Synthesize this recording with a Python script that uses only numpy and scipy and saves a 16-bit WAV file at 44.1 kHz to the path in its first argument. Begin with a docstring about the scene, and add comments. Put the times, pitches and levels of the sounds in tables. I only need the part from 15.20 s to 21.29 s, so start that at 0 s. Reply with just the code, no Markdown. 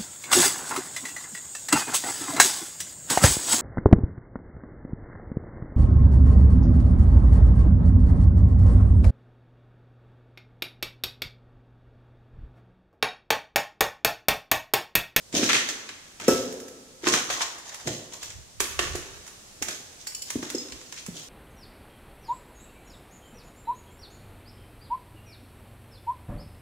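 """Slow footsteps cross the littered concrete floor of an empty hall, heard through hand-held microphones.
Soles thump as sinking tones with a rattle, grind as showers of random grains and snap flakes in short cracks.
One step lands on a loose metal sheet, and small metal pieces clink: both are sums of decaying partials.
Bare walls answer with decaying noise responses, a quick dense echo and a longer tail, over a faint hiss.
The grip adds a soft low rumble as the microphones are swung round and as each footfall jolts the hand."""
import sys
import numpy as np
from scipy import signal
from scipy.fft import rfft, irfft, next_fast_len
from scipy.io import wavfile
from scipy.ndimage import uniform_filter1d

SR = 44100
rng = np.random.default_rng(int(sys.argv[2]) if len(sys.argv) > 2 else 0)


def master(y):
    """Save y as 16-bit WAV."""
    cut = np.clip(np.atleast_2d(y).T, -1, 1)
    pcm = np.round(cut * 32767)  # scale
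    wavfile.write(sys.argv[1], SR, pcm.astype(np.int16))


N = 268436
T = np.arange(N) / SR

# each footfall or shift of the foot and the litter under it: [t/s, flake pitch f/Hz,
# sole rumble level re grit/dB, splinter level re crack/dB before makeup gain, left minus right/dB]
FOOTFALLS = [(0.138, 1750, 1, -34, 0), (1.082, 1470, 0.5, -18, -2), (1.87, 1330, -4.5, -9, 0.5),
             (2.109, 1040, -24, -20, 0), (2.671, 1040, 3, -43, 0), (3.403, 1580, -8, -16.5, -2),
             (3.591, 1560, -6, -21.5, -2.5), (4.421, 1700, -1.5, -24.5, -2.5),
             (5.155, 1030, -7, -20.5, -0.5), (5.53, 2670, -20, -30, -2), (5.882, 1220, -1.5, -18.5, -2)]
# spectrum of crackling grit: [f/Hz, relative level/dB]
GRIT_SPECTRUM = [(100, -63), (700, -15), (2000, -7.5), (3300, 1), (4500, -3), (6500, 1), (8000, -9.5),
                 (10000, -12.5), (13000, -12.5), (16000, -10.5)]


def undb(db):
    """Decibels to gain."""
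    return 10 ** (np.asarray(db) / 20)


def unit(x):
    """Scale to rms 1."""
    return x / np.sqrt(np.mean(x ** 2))


def impulse(x):
    """Scale a stereo response to a mean energy of 1 a channel."""
    return unit(x) / np.sqrt(x.shape[-1])


def add(out, s, x):
    """Mix x into out from time s on."""
    i = int(max(s, 0) * SR)
    out[:, i:i + x.shape[-1]] += x[..., :max(N - i, 0)]


def colour(x, points):
    """Causal minimum-phase filter, made by folding the cepstrum, that follows (Hz, dB) points."""
    n = 2 * next_fast_len(x.shape[-1])
    hz, db = np.transpose(points)
    bins_hz = np.arange(n // 2 + 1) * SR / n
    curve_db = np.interp(np.log(bins_hz + 1), np.log(hz), db)
    cepstrum = irfft(np.log(undb(curve_db)))
    cepstrum[1:n // 2] *= 2
    cepstrum[n // 2 + 1:] = 0
    return irfft(rfft(x, n) * np.exp(rfft(cepstrum)))[..., :x.shape[-1]]


def resonate(x, hz, q):
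    """One resonance, run twice for steep skirts; q has a floor that rises with pitch."""
    b, a = signal.iirpeak(hz, max(q, 4 * hz / SR), fs=SR)
    return signal.lfilter(b, a, signal.lfilter(b, a, x))


def stereo_noise(n, apart_hz=1900):
    """Noise at two close microphones: alike in the bass, unrelated in the treble."""
    mid, side = rng.standard_normal((2, n))
    bins_hz = np.arange(n // 2 + 1) * SR / n
    side = irfft(rfft(side) * np.minimum(bins_hz / apart_hz, 1), n)
    return unit(np.array([mid + side, mid - side]))


def burst(decay_s, size=1536):
    """The brief crackle of one fracture: noise that dies exponentially."""
    return stereo_noise(size) * np.exp(-T[:size] / decay_s)


def background():
    """Still air and microphone hiss: shaped noise, alike in both ears only at the very bottom."""
    # air and hiss spectrum: [f/Hz, relative level/dB]
    air_spectrum = [(15, -36), (25, 6), (43, -0.5), (87, -2), (270, -7), (463, -7.5), (575, -7.5),
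                    (1330, -13.5), (2220, -15.5), (6210, -13.5), (14800, -26), (16000, -31)]
    # the air grows louder as the microphones turn from the corner to the open hall: [t/s, gain/dB]
    air_turn = [(3.3, -4), (4.1, -1.5)]
    level_db = -50 + np.interp(T, *np.transpose(air_turn))
    return undb(level_db) * unit(colour(stereo_noise(N, apart_hz=500), air_spectrum))


def handling(jolt_db=-51, jolt_lag_s=0.016, jolt_s=0.044):
    """Soft low rumble through the microphone body as the grip shifts and each footfall jolts the hand."""
    # grip rumble while the microphones are swung round: [t/s, level/dB]
    grip_levels = [(3.0, -67), (3.17, -43.5), (3.29, -65), (3.48, -54), (3.75, -37.5), (3.87, -56),
                   (3.97, -49), (4.12, -82)]
    grip = undb(np.interp(T, *np.transpose(grip_levels), left=-100, right=-100))
    jolts = sum(np.exp(-((T - step[0] - jolt_lag_s) / jolt_s) ** 2) for step in FOOTFALLS)
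    # each side has its own noise and a share of a common one
    noise = rng.standard_normal((2, N)) + .5 * rng.standard_normal(N)
    rumble = colour(noise, [(20, -9), (70, 2.0), (130, -6.5), (250, -31.5), (1000, -60)])
    return (grip + undb(jolt_db) * jolts) * unit(rumble)


def hall(x, near_db=-4, far_db=-9, near_t60=0.46, far_t60=1.42, build_s=0.0054, size=70000):
    """Near walls return a dense early echo; the whole hall rings on, weak in the deep bass and the top."""
    t, response = T[:size], 0
    near = [(60, 4.5), (200, -4), (400, 0.5), (800, 1.5), (6000, -0.5), (10000, 1.0), (16000, 2.5)]
    far = [(60, -2.5), (200, 0), (400, 1.5), (800, 4.5), (2500, -2.5), (6500, -2.0), (10000, -7.5), (16000, -3)]
    for db, t60, walls in ((near_db, near_t60, near), (far_db, far_t60, far)):
        decay = (1 - np.exp(-(t / build_s) ** 2)) * np.exp(-np.log(1000) * t / t60)
        response = response + undb(db) * colour(impulse(stereo_noise(size) * decay), walls)
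    (left, right), (to_left, to_right) = x, response
    return np.array([signal.fftconvolve(left, to_left)[:N], signal.fftconvolve(right, to_right)[:N]])


def ring(modes, scatter_db, size=14000):
    """Decaying partials (Hz, dB, t60) that buzz against the floor; each blow and each side weights them anew."""
    t, out = T[:size], 0
    for hz, db, t60 in modes:
        # the two sides drift apart in phase towards the treble
        phase = rng.uniform(-np.pi, np.pi, (2, 1)) * min(hz / 5000, 1)
        buzz = .3 * unit(uniform_filter1d(rng.standard_normal(size), 350))  # phase wander in radians
        gain = undb(db + scatter_db * rng.standard_normal((2, 1)))
        build = 1 - np.exp(-t * hz)  # a partial takes about a cycle to build up
        life = build * np.exp(-np.log(1000) * t / t60)
        out = out + gain * life * np.sin(2 * np.pi * hz * t + phase + buzz)
    return out


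def metal(ring_db=-14, chatter_db=0, chatter_s=0.0031, detune=0.011):
    """The trodden sheet rings once; the small pieces chatter on contact and are damped quickly."""
    # partials of the loose sheet, damped by the foot on it: [f/Hz, level/dB, t60/s]
    sheet_partials = [(254.3, -19.5, 0.33), (280, -19.5, .3), (374, -22, 0.3), (433, -26, 0.37),
                      (522, -25, 0.38), (1316, -26.5, 0.4), (1423, -33, 0.16), (1535, -36, 0.1),
                      (1653, -33, 0.19), (2625, -41, 0.28), (5390, -31, 0.24), (5535, -33, .22),
                      (6150, -36, 0.27), (7640, -36, 0.19), (7995, -35, 0.16), (8650, -45, .12),
                      (10300, -42, .12), (11890, -31, 0.13), (12150, -39, .1), (13240, -43, .12)]
    # small metal pieces knocking: [t/s, level/dB before ring and chatter gain, piece (0 bright, 1 dull)]
    contacts = [(2.932, -34, 0), (3.028, -32, 0), (4.870, -25, 0), (4.900, -39, 0), (4.947, -26, 0),
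                (5.019, -26, 0), (5.229, -36, 1), (5.348, -27, 1), (5.381, -27, 1)]
    # partials of the bright piece: [f/Hz, nominal width/Hz, relative level/dB]
    bright_partials = [(2910, 100, -14), (4560, 46, -2.5), (5300, 70, -1), (7070, 29, 0), (7960, 200, -12),
                       (8500, 21, -32), (10160, 36, -11), (12100, 48, -12), (14000, 56, -22),
                       (14600, 77, -26)]
    # partials of the dull piece: [f/Hz, nominal width/Hz, relative level/dB]
    dull_partials = [(4640, 47, -28), (5200, 36, 4), (6660, 25, -1), (7660, 31, -13), (13600, 180, -43)]
    out = np.zeros((2, N))
    sheet_s, clink_t60 = 1.083, .16
    add(out, sheet_s, ring(sheet_partials, scatter_db=1.8))
    for s, db, piece in contacts:
        partials = dull_partials if piece > .5 else bright_partials
        # each contact loads the piece differently and shifts its partials a little
        modes = [(hz * (1 + detune * rng.standard_normal()), gain_db, clink_t60) for hz, _, gain_db in partials]
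        add(out, s, undb(db + ring_db) * ring(modes, scatter_db=-1.5))
        contact = burst(chatter_s)
        contact = contact * T[:contact.shape[1]]  # the chatter swells before it dies
        # contact damping: broad resonances, with level differences between partials halved
        chatter = sum(undb(gain_db / 2) * resonate(contact, hz, hz / (12 * width))
                      for hz, width, gain_db in partials)
        add(out, s, undb(db + chatter_db) * chatter / np.abs(chatter).max())
    return out


def litter(s, reach_s=0.088):
    """The footfall a sound at time s belongs to; the shoe brushes litter for reach_s before it lands."""
    return ([FOOTFALLS[0]] + [step for step in FOOTFALLS if step[0] - reach_s <= s])[-1]


def crumbs(count=3, from_s=.12, to_s=.55, crack_db=-31.5, knock_db=-53.5, spread_db=2.5):
    """Faint snaps (s, crack dB, knock dB) at random delays as the trodden litter settles."""
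    rows = []
    for step in FOOTFALLS:
        for _ in range(count):
            delay = from_s + (to_s - from_s) * rng.random()
            size_db = spread_db * rng.standard_normal()
            rows.append((step[0] + delay, crack_db + size_db, knock_db + size_db))
    return rows


def snaps(crack_db=7, knock_db=21, splinter_db=21, creak_db=-15, creak_s=.004):
    """A flake starts to give, then breaks with a crack, a knock at its own pitch and a spray of splinters."""
    # flakes of debris snapping: [t/s, crack level/dB, flake knock level/dB], both before makeup gain
    flake_snaps = [(0.127, -22, -37), (0.2908, -29, -18), (0.3307, -15, -14.5), (0.4884, -11, -27),
                   (0.6905, -26, -31.5), (0.9998, -30, -32), (1.0799, -9, -32), (1.3248, -26.5, -56),
                   (1.8694, -37, -17.5), (1.937, -22, -15.5), (2.1014, -19.5, -20.5), (2.208, -33, -23.5),
                   (2.5444, -21.5, -38.5), (2.6732, -11, -33.5), (3.0289, -21.5, -40), (3.103, -23, -60),
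                   (3.4033, -7, -20), (3.5911, -13, -16), (3.7539, -16, -38), (4.077, -25.5, -50),
                   (4.424, -8, -38), (4.4844, -12.5, -36), (4.8691, -20, -62), (5.103, -12.5, -44),
                   (5.227, -29, -31), (5.3011, -17, -44), (5.5216, -26, -34.5), (5.7244, -20, -49),
                   (5.8628, -21.5, -51)]
    # spectrum of the crack: [f/Hz, relative level/dB]
    crack_spectrum = [(100, -27.5), (700, 0.5), (2000, 2.5), (4000, -5.5), (6800, 1.5), (9000, -12),
                      (12000, -27.5), (16000, -16)]
    out = np.zeros((2, N))
    for s, db, body_db in flake_snaps + crumbs():
        _, hz, _, top_db, pan_db = litter(s)
        crack = undb(db + crack_db) * impulse(colour(burst(decay_s=0.0065), crack_spectrum))
        knock = undb(body_db + knock_db) * impulse(resonate(burst(decay_s=0.0076), hz, q=0.54))
        spray = impulse(resonate(burst(decay_s=0.011), 10140, q=1.4))
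        splinters = undb(db + top_db + splinter_db) * spray
        sides = undb(np.array([[pan_db], [-pan_db]]) / 2)
        creak = undb(db + creak_db) * colour(burst(decay_s=0.005), GRIT_SPECTRUM) / 2
        add(out, s - creak_s, creak)
        add(out, s, sides * (crack + knock + splinters))
    return out


def grains(force, rate, spread_db, response):
    """Random grains, many small and a few large, that sound as strongly as the force presses."""
    chance = rng.random(len(force))
    heft = np.minimum(rng.exponential(size=len(force)), 3)
    hits = (chance < rate / SR) * undb(spread_db * heft) * rng.choice([-1, 1], len(force))  # rate per second
    pressed = unit(hits + 1e-9) * force  # the offset keeps an empty shower from dividing by zero
    return signal.fftconvolve(pressed[None], impulse(response), axes=1)[:, :len(force)]


def scuffs(grit_rate=210, flake_rate=100, grit_spread_db=5, flake_spread_db=5, scatter=0.33,
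           sand_hz=7300, gravel_hz=2800, count=5, rise_s=.02, unload_db_per_s=55):
    """The sole loads and unloads: grit and flakes of several sizes crackle, the sole itself rumbles."""
    # a sole grinding over debris: [peak t/s, fall/s, fine grit level/dB, coarse flake level/dB]
    grinds = [(0.16, 0.091, -28, -38.5), (0.23, 0.07, -29.5, -32.5), (0.303, 0.023, -28.5, -24.5),
              (0.356, 0.03, -24.5, -22.5), (0.5, 0.016, -34.5, -55), (1.022, 0.12, -42.5, -41),
              (1.1, 0.094, -33.5, -48), (1.85, 0.063, -41, -36.5), (1.885, 0.018, -24.5, -26),
              (1.937, 0.03, -22.5, -26), (2.112, 0.084, -34.5, -34), (2.22, 0.01, -28.5, -30.5),
              (2.47, 0.19, -47, -47), (2.683, 0.06, -36, -62), (2.94, 0.023, -43, -50),
              (3.025, 0.062, -43.5, -55), (3.43, 0.096, -40.5, -41.5), (3.622, 0.073, -36.5, -35.5),
              (3.76, 0.21, -49, -50), (4.495, 0.053, -38, -46), (4.81, 0.024, -49.5, -63),
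              (5.08, 0.18, -47.5, -55), (5.24, 0.25, -45.5, -51.5), (5.78, 0.023, -42.5, -47),
              (5.96, 0.065, -43, -55)]
    # spectrum of the sole's rumble: [f/Hz, relative level/dB]
    sole_spectrum = [(30, -35), (100, -8.5), (180, -2), (280, 2), (420, 1), (620, -3.5), (1200, -26.5),
                     (4000, -59)]
    out = np.zeros((2, N))
    for s, fall, grit_db, flake_db in grinds:
        landed, hz, weight_db, _, _ = litter(s)
        # the sole rumbles less the further the scuff lies from the landing
        sole_db = grit_db + weight_db - unload_db_per_s * abs(s - landed)
        start = max(s - 2 * rise_s, 0)
        t = T[:int((s - start + 4 * fall) * SR)] + start - s
        force = np.where(t < 0, np.exp(-(t / rise_s) ** 2), np.exp(-np.abs(t) / fall))
        # the smaller a particle, the higher it sounds
        grit_pitches = np.linspace(gravel_hz, sand_hz, count)
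        flake_pitches = hz * np.exp(scatter * np.linspace(-1, 1, count))
        for grit_hz, flake_hz in zip(grit_pitches, flake_pitches):
            grit_grain = resonate(colour(burst(decay_s=0.0031), GRIT_SPECTRUM), grit_hz, q=0.39)
            grit = grains(force, grit_rate, grit_spread_db, grit_grain)
            flake_grain = resonate(burst(decay_s=0.0084), flake_hz, q=0.91)
            flakes = grains(force, flake_rate, flake_spread_db, flake_grain)
            add(out, start, (undb(grit_db) * grit + undb(flake_db) * flakes) / np.sqrt(count))
        add(out, start, undb(sole_db) * force * unit(colour(stereo_noise(len(t)), sole_spectrum)))
    return out


def landings(swell_s=0.0036, follow_s=.028, follow_db=-15, follow_pitch=0.88, follow_swell_s=0.0083):
    """Each landing, then the rest of the sole: later, weaker, lower and softer (s, dB, Hz, swell s)."""
    # heel or toe landing: [t/s, level/dB, centre pitch f/Hz]
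    heel_toe = [(0.14, -24.5, 263), (0.19, -28, 289), (0.228, -24, 263), (1.0812, -6.5, 339),
                (1.834, -32.5, 321.3), (1.870, -20.5, 320), (1.966, -28, 264), (2.67, -25.5, 134),
                (2.673, -25.5, 425), (3.403, -30, 388), (3.591, -25, 378), (3.750, -28.5, 365),
                (4.415, -32, 279), (5.155, -23, 252), (5.226, -28, 272), (5.346, -23.5, 293),
                (5.884, -30, 188)]
    blows = []
    for s, db, hz in heel_toe:
        blows.append((s, db, hz, swell_s))
        blows.append((s + follow_s, db + follow_db, hz * follow_pitch, follow_swell_s))
    return blows


def thumps(rough=0.54, sag=0.33, rattle_ratio=1.044, size=6000):
    """The shoe lands on loose litter: a few hollow cycles sink in pitch as the foot settles, with a rattle."""
    out, t = np.zeros((2, N)), T[:size]
    for s, db, hz, swell in landings():
        age = t / swell
        # the pitch starts a sag above the centre and sinks to a sag below it
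        pitch = hz * (1 + sag * (2 * np.exp(-age / 3.08) - 1))
        tone = np.sin(2 * np.pi * np.cumsum(pitch) / SR)
        rattle = unit(resonate(stereo_noise(size), hz * rattle_ratio, q=1.1))
        blow = age * np.exp(1 - age) * (tone + rough * rattle)
        # a small thing radiates little far below its own pitch
        radiation = signal.butter(2, hz / 2, "high", fs=SR, output="sos")
        add(out, s, undb(db) * signal.sosfilt(radiation, blow))
    return out


def scene():
    """Steps and their echo over the quiet of the building."""
    steps = scuffs() + snaps() + thumps() + metal()
    return steps + hall(steps) + handling() + background()


def record(dry, top_hz=15600):
    """Two unlike microphones, the right one thinner at the very bottom and brighter on top; a steep top cut."""
    left = colour(dry[0], [(20, 2.5), (55, -4.5), (100, 2.2), (1000, -2.3), (4500, 3.0), (8000, 3.5), (12000, -3.5)])
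    right = colour(dry[1], [(20, -10), (55, 1.5), (100, 2.25), (1000, -0.2), (4500, 1.5), (8000, 7.0), (12000, 2.0)])
    top_cut = signal.ellip(8, .2, 70, top_hz, fs=SR, output="sos")
    return signal.sosfilt(top_cut, np.array([left, right]))


dry = scene()
out = record(dry)
master(out)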